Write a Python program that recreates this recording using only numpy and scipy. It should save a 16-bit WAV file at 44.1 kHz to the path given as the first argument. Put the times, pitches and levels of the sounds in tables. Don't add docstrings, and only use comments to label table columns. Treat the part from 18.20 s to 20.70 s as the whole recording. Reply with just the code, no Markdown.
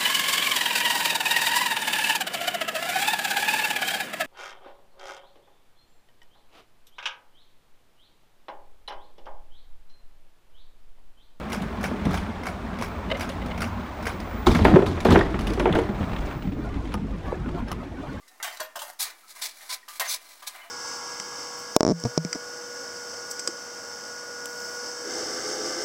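import sys
import numpy as np
from scipy import signal
from scipy.fft import rfft, irfft
from scipy.io import wavfile

SR = 44100
rng = np.random.default_rng(int(sys.argv[2]) if len(sys.argv) > 2 else 0)


def wav_record(signal):
    frames = np.transpose(np.atleast_2d(signal))
    bounded = np.clip(frames, -1, 1)
    quanta = np.round(bounded * 32767).astype(np.int16)
    wavfile.write(sys.argv[1], SR, quanta)


N = 110250
T = np.arange(N) / SR


def door():
    # t/s, attack/s, t60/s, bass, middle, treble and ring level/dB, f/Hz that rings most
    clanks = [(.074, 0.0098, 0.12, -79, -61, -48.5, -59.5, 2000),
              (.201, 0.00086, 0.15, -40, -53, -54, -45, 2000),
              (.227, 0.00047, 0.17, -40.5, -35, -26, -38.5, 1550),
              (.243, 0.0014, 0.24, -36, -32.5, -34, -41, 1220),
              (.277, 0.0013, 0.3, -41, -41.5, -54, -50, 1700),
              (.399, 0.0042, 0.17, -33.5, -39, -32, -28, 1150),
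              (.403, 0.00041, 0.029, -34, -49, -26, -30.5, 4850),
              (.410, 0.00082, 0.23, -43, -38, -51, -24.5, 607),
              (.556, 0.0034, 0.12, -36, -39.5, -31.5, -34, 1045),
              (.568, .002, .08, -33, -66, -41.5, -27, 980), (.591, 0.00073, 0.17, -43, -40, -33, -50, 980),
              (.617, 0.0017, 0.12, -35.5, -55, -32.5, -56, 1900)]
    # t/s, rise/s, hold/s, release t60/s, body level/dB, hiss level/dB, brightness/dB
    rubs = [(.09, 0.028, 0.17, .2, -61.5, -69, 10), (.25, 0.015, 0.076, 0.22, -41, -48, -1),
            (.35, 0.015, 0.095, 0.068, -66, -50.5, -11), (.615, 0.014, .066, 0.19, -42.5, -44.5, 8)]
    # f/Hz, level/dB, t60/s
    modes = [(524.7, -12, 0.15), (629.6, 3.5, 0.14), (820, -16, 0.13), (1050, 1.5, 0.1), (1143, -21, .22),
             (1550, -0.5, 0.2), (1826, 1, 0.33), (2010, 1, 0.16), (2690, 1, 0.17), (3380, -0.5, 0.17),
             (4440, 1.5, 0.082), (4750, -17, 0.093), (6030, 2, 0.088)]
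    slips = friction(slips_per_s=390, size_db=1, smooth=0.63)
    rub = rubbing(rubs, slips, modes, modes_db=-11, mode_width_hz=18,
                  edge_db=-14, judder_db=1.2, uneven_db=5.5)
    return low_cut(rub * grit()) + impacts(clanks, modes, uneven_db=6.5)


def peel():
    # t/s, attack/s, t60/s, bass, middle, treble and ring level/dB, f/Hz that rings most
    knocks = [(1.408, .002, 0.087, -59, -48, -54, -42, 1500),
              (1.681, 0.0048, 0.16, -54, -44, -36, -33.5, 1030),
              (1.797, 0.00042, 0.14, -32.5, -26.5, -20, -23.5, 584),
              (1.806, 0.0036, 0.11, -27, -29.5, -34, -27.5, 1150),
              (1.821, .003, 0.078, -48, -42, -48, -32, 1890),
              (2.223, 0.004, 0.13, -49, -45.5, -43, -42, 1150),
              (2.348, .004, 0.068, -47, -42.5, -50.5, -52, 2300)]
    # t/s, rise/s, hold/s, release t60/s, body level/dB, hiss level/dB, brightness/dB
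    slides = [(.787, .021, 0.021, 0.14, -38, -23.5, 1), (.845, 0.013, 0.024, 0.21, -40, -46.5, -10),
              (.96, 0.034, 0.06, 0.6, -61, -61, 4), (1.06, 0.061, 0.0023, 0.069, -54, -42.5, -1.5),
              (1.135, 0.033, .04, 0.067, -46.5, -46.5, 3), (1.205, 0.026, 0.032, 0.17, -41, -30, -5.5),
              (1.31, 0.11, 0.14, 0.12, -50, -47.5, 1), (1.486, 0.021, 0.0098, 0.11, -39, -29.5, -8.5),
              (1.521, 0.011, 0.013, 0.033, -49, -32, -1.5), (1.69, 0.015, 0.069, 0.14, -50, -45.5, 2),
              (1.835, .025, 0.014, 0.05, -34, -35.5, -6), (1.874, 0.025, 0.049, 0.08, -39, -25, -1),
              (2.0, .02, 0.34, 0.46, -56, -54, 2), (2.08, 0.016, 0.038, 0.079, -64, -55.5, -9),
              (2.264, 0.013, 0.0027, 0.085, -43, -31.5, -3.5), (2.3, 0.098, 0.049, 0.38, -46, -81, -11)]
    # f/Hz, level/dB, t60/s
    modes = [(460, -13.5, 0.78), (687, -8.5, 0.21), (900, -19, .15), (1026, 3, 0.13), (1185, -7.5, .3),
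             (1244, -10, 0.43), (1634, -5, 0.23), (1863, -3, .25), (2055, 0, 0.29), (2280, -16, 0.11),
             (2910, 0, 0.084)]
    slips = friction(slips_per_s=2000, size_db=3.5, smooth=0.73)
    scrape = rubbing(slides, slips, modes, modes_db=-9.5, mode_width_hz=22,
                     edge_db=-13.5, judder_db=1.5, uneven_db=2.5)
    return scrape + impacts(knocks, modes, uneven_db=4)


def impacts(blows, modes, uneven_db, crack_db=-10.5, crack_t60=0.017):
    # f/Hz, level/dB
    clank_colour = [(60, -54), (200, -60.5), (400, -14), (620, 3), (1100, 5.5), (2200, -5), (4000, -6),
                    (8000, -9.5), (16000, -13)]
    out = np.zeros(N)
    for start, attack, t60, *levels, _, _ in blows:
        sheet = dense_modes(coloured(rng.standard_normal(N), clank_colour), uneven_db)
        bands = [from_db(db) * rms_one(register(sheet, k)) for k, db in enumerate(levels)]
        crack = from_db(crack_db) * bands[2] * decay(attack, crack_t60)
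        out += sum(bands) * stroke(start, attack, 0, t60) + crack * stroke(start, attack, 0, crack_t60)
    starts, *_, ring_db, centre_hz = np.transpose(blows)
    for hz, db, t60 in modes:
        off_pitch_db = 29 * np.abs(np.log2(hz / centre_hz))
        scatter_db = 4.5 * rng.standard_normal(len(starts))
        impulses = np.zeros(N) + 1e-18
        impulses[(starts * SR).astype(int)] = from_db(ring_db + db - off_pitch_db + scatter_db)
        r, w = decay(1 / SR, t60), 2 * np.pi * hz / SR
        out += signal.lfilter([1, -1], [1, -2 * r * np.cos(w), r * r], impulses)
    return out


def rubbing(pushes, slips, modes, modes_db, mode_width_hz, edge_db, judder_db, uneven_db):
    # f/Hz, bandwidth/Hz, level/dB
    edge_modes = [(4075, 79, -2.5), (4200, 28, 1), (5166, 17, 7), (5450, 23, -3), (5760, 19, -8.5),
                  (6150, 10, -10.5), (7800, 150, 5.5), (8740, 190, 6), (10900, 55, -20.5)]
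    # f/Hz, level/dB
    body_colour = [(60, -4), (170, -42), (400, -15), (650, 0.5), (1050, 5.5), (1500, 2.5), (2200, 1),
                   (3200, -7), (6000, -15)]
    hiss_colour = [(900, -44), (2000, -14.5), (3000, -11), (4000, 0.5), (6000, 0.5), (8000, -5.5),
                   (11000, -3), (16000, -9.5)]
    rings = rms_one(sum(from_db(db) * resonate(slips, hz, mode_width_hz) for hz, db, _ in modes))
    edge = rms_one(sum(from_db(db) * resonate(slips, hz, width) for hz, width, db in edge_modes))
    body = rms_one(coloured(slips, body_colour) + from_db(modes_db) * rings)
    hiss = rms_one(coloured(slips, hiss_colour) + from_db(edge_db) * edge)
    out = np.zeros(N)
    for *shape, body_db, hiss_db, bright_db in pushes:
        tilted_hiss = coloured(hiss, [(4000, 0), (12000, bright_db)])
        rub = from_db(body_db) * body + from_db(hiss_db) * tilted_hiss
        out += np.std(rub) * dense_modes(rub, uneven_db) * stroke(*shape)
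    return low_cut(out * from_db(judder_db * drift(per_s=130)))


def friction(slips_per_s, size_db, smooth, sheet_t60=0.033):
    sizes = from_db(size_db * np.minimum(rng.exponential(1, N), 4)) * rng.choice([-1, 1], N)
    spread = rng.standard_normal(SR // 16) * decay(T[:SR // 16], sheet_t60)
    slipping = rng.random(N) < slips_per_s / SR
    slips = signal.fftconvolve(sizes * slipping, spread)[:N]
    return rms_one(rms_one(slips) + smooth * rng.standard_normal(N))


def dense_modes(x, uneven_db, spacing_hz=45.27):
    mode_number = np.arange(N // 2 + 1) * SR / N / spacing_hz
    strengths = np.clip(rng.standard_normal(4000), -2, 2)
    gain = from_db(uneven_db * np.interp(mode_number, np.arange(len(strengths)), strengths))
    return rms_one(irfft(rfft(x) * gain, N))


def grit(ticks_per_s=70, t60=0.02, surge_db=7.5):
    ticks = (rng.random(N) < ticks_per_s / SR) * rng.random(N)
    surge_power = signal.lfilter([1], [1, -decay(1 / SR, t60) ** 2], ticks + 1e-18)
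    return rms_one(np.sqrt(1 + from_db(surge_db) ** 2 * surge_power))


def squeaks(waver=0.0202):
    # t/s, rise/s, hold/s, release t60/s, f/Hz, level/dB
    tones = [(0.01, .008, 0.015, 0.072, 1174, -61), (0.025, 0.0057, .015, 0.056, 2044, -61),
             (.14, 0.0092, 0.018, .06, 1760, -69), (0.198, 0.0044, 0.007, 0.089, 2170, -46.5),
             (0.424, 0.0038, 0.017, .08, 13400, -42.5), (1.031, 0.0066, 0.0088, .08, 1306, -51),
             (1.487, 0.015, 0.022, 0.085, 1019, -40.5), (1.628, 0.0028, 0.0027, 0.037, 1900, -47.5),
             (1.87, .01, 0.017, .1, 6165, -32), (2.391, 0.0077, 0.018, 0.2, 2108, -50),
             (2.412, 0.0065, 0.024, 0.091, 2970, -48), (2.442, .008, 0.022, 0.12, 680, -51.5)]
    out = np.zeros(N)
    for *shape, hz, db in tones:
        pitch = hz * (1 + waver * drift(per_s=780))
        phase = 2 * np.pi * np.cumsum(pitch) / SR
        out += from_db(db) * stroke(*shape) * np.sqrt(2) * np.sin(phase)
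    return out


def chamber(x):
    # t60/s, then level/dB
    decay_times = (0.35, 0.34, 0.63)
    levels = (-5.5, -8, -22.5)
    age, response = T[:SR // 2], 0
    for k, (t60, db) in enumerate(zip(decay_times, levels)):
        tail = rng.standard_normal(len(age)) * decay(age, t60)
        response += from_db(db) * register(tail / np.linalg.norm(tail), k)
    return signal.fftconvolve(x, response)[:N]


def burner():
    # f/Hz, level/dB
    colour = [(30, -38), (130, -22), (200, -8), (320, -1), (420, -5), (1100, -0.5), (3000, -9),
              (5000, -6.5), (11000, -10), (16000, -16)]
    return from_db(-61.5) * coloured(rng.standard_normal(N), colour)


def resonate(x, hz, width_hz):
    r = np.exp(-np.pi * width_hz / SR)
    return rms_one(signal.lfilter([1, 0, -1], [1, -2 * r * np.cos(2 * np.pi * hz / SR), r * r], x))


def coloured(x, colour):
    hz, db = np.transpose(colour)
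    bins = np.maximum(np.arange(N // 2 + 1) * SR / N, 1)
    gain = from_db(np.interp(np.log(bins), np.log(hz), db))
    return rms_one(irfft(rfft(x) * gain, N))


def register(x, index):
    low, high = (1576, 3240)
    edge, kind = [(low, "low"), ([low, high], "band"), (high, "high")][index]
    return signal.sosfilt(signal.butter(4, edge, kind, fs=SR, output="sos"), x)


def low_cut(x, hz=300):
    return signal.sosfilt(signal.butter(2, hz, "high", fs=SR, output="sos"), x)


def stroke(start, rise, hold, release):
    onset = np.sin(np.pi / 2 * np.clip((T - start) / rise, 0, 1)) ** 2
    return onset * decay(T - start - rise - hold, release)


def decay(age, t60):
    return np.exp(-np.log(1000) * np.maximum(age, 0) / t60)


def drift(per_s):
    knots = np.arange(0, N / SR + 1, 1 / per_s)
    return np.interp(T, knots, rng.standard_normal(N)[:len(knots)])


def from_db(db):
    return 10 ** (np.asarray(db) / 20)


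def rms_one(x):
    return x / np.sqrt(np.mean(x ** 2) + 1e-20)


def scene():
    metal = door() + peel() + squeaks()
    hiss = burner()
    return (from_db(-3.5) * (metal + chamber(metal)) + hiss)[None]


def record(dry, cutoff_hz=16000, offset=-0.0006):
    return signal.sosfilt(signal.ellip(12, .1, 80, cutoff_hz, fs=SR, output="sos"), dry) + offset


dry = scene()
out = record(dry)
wav_record(out)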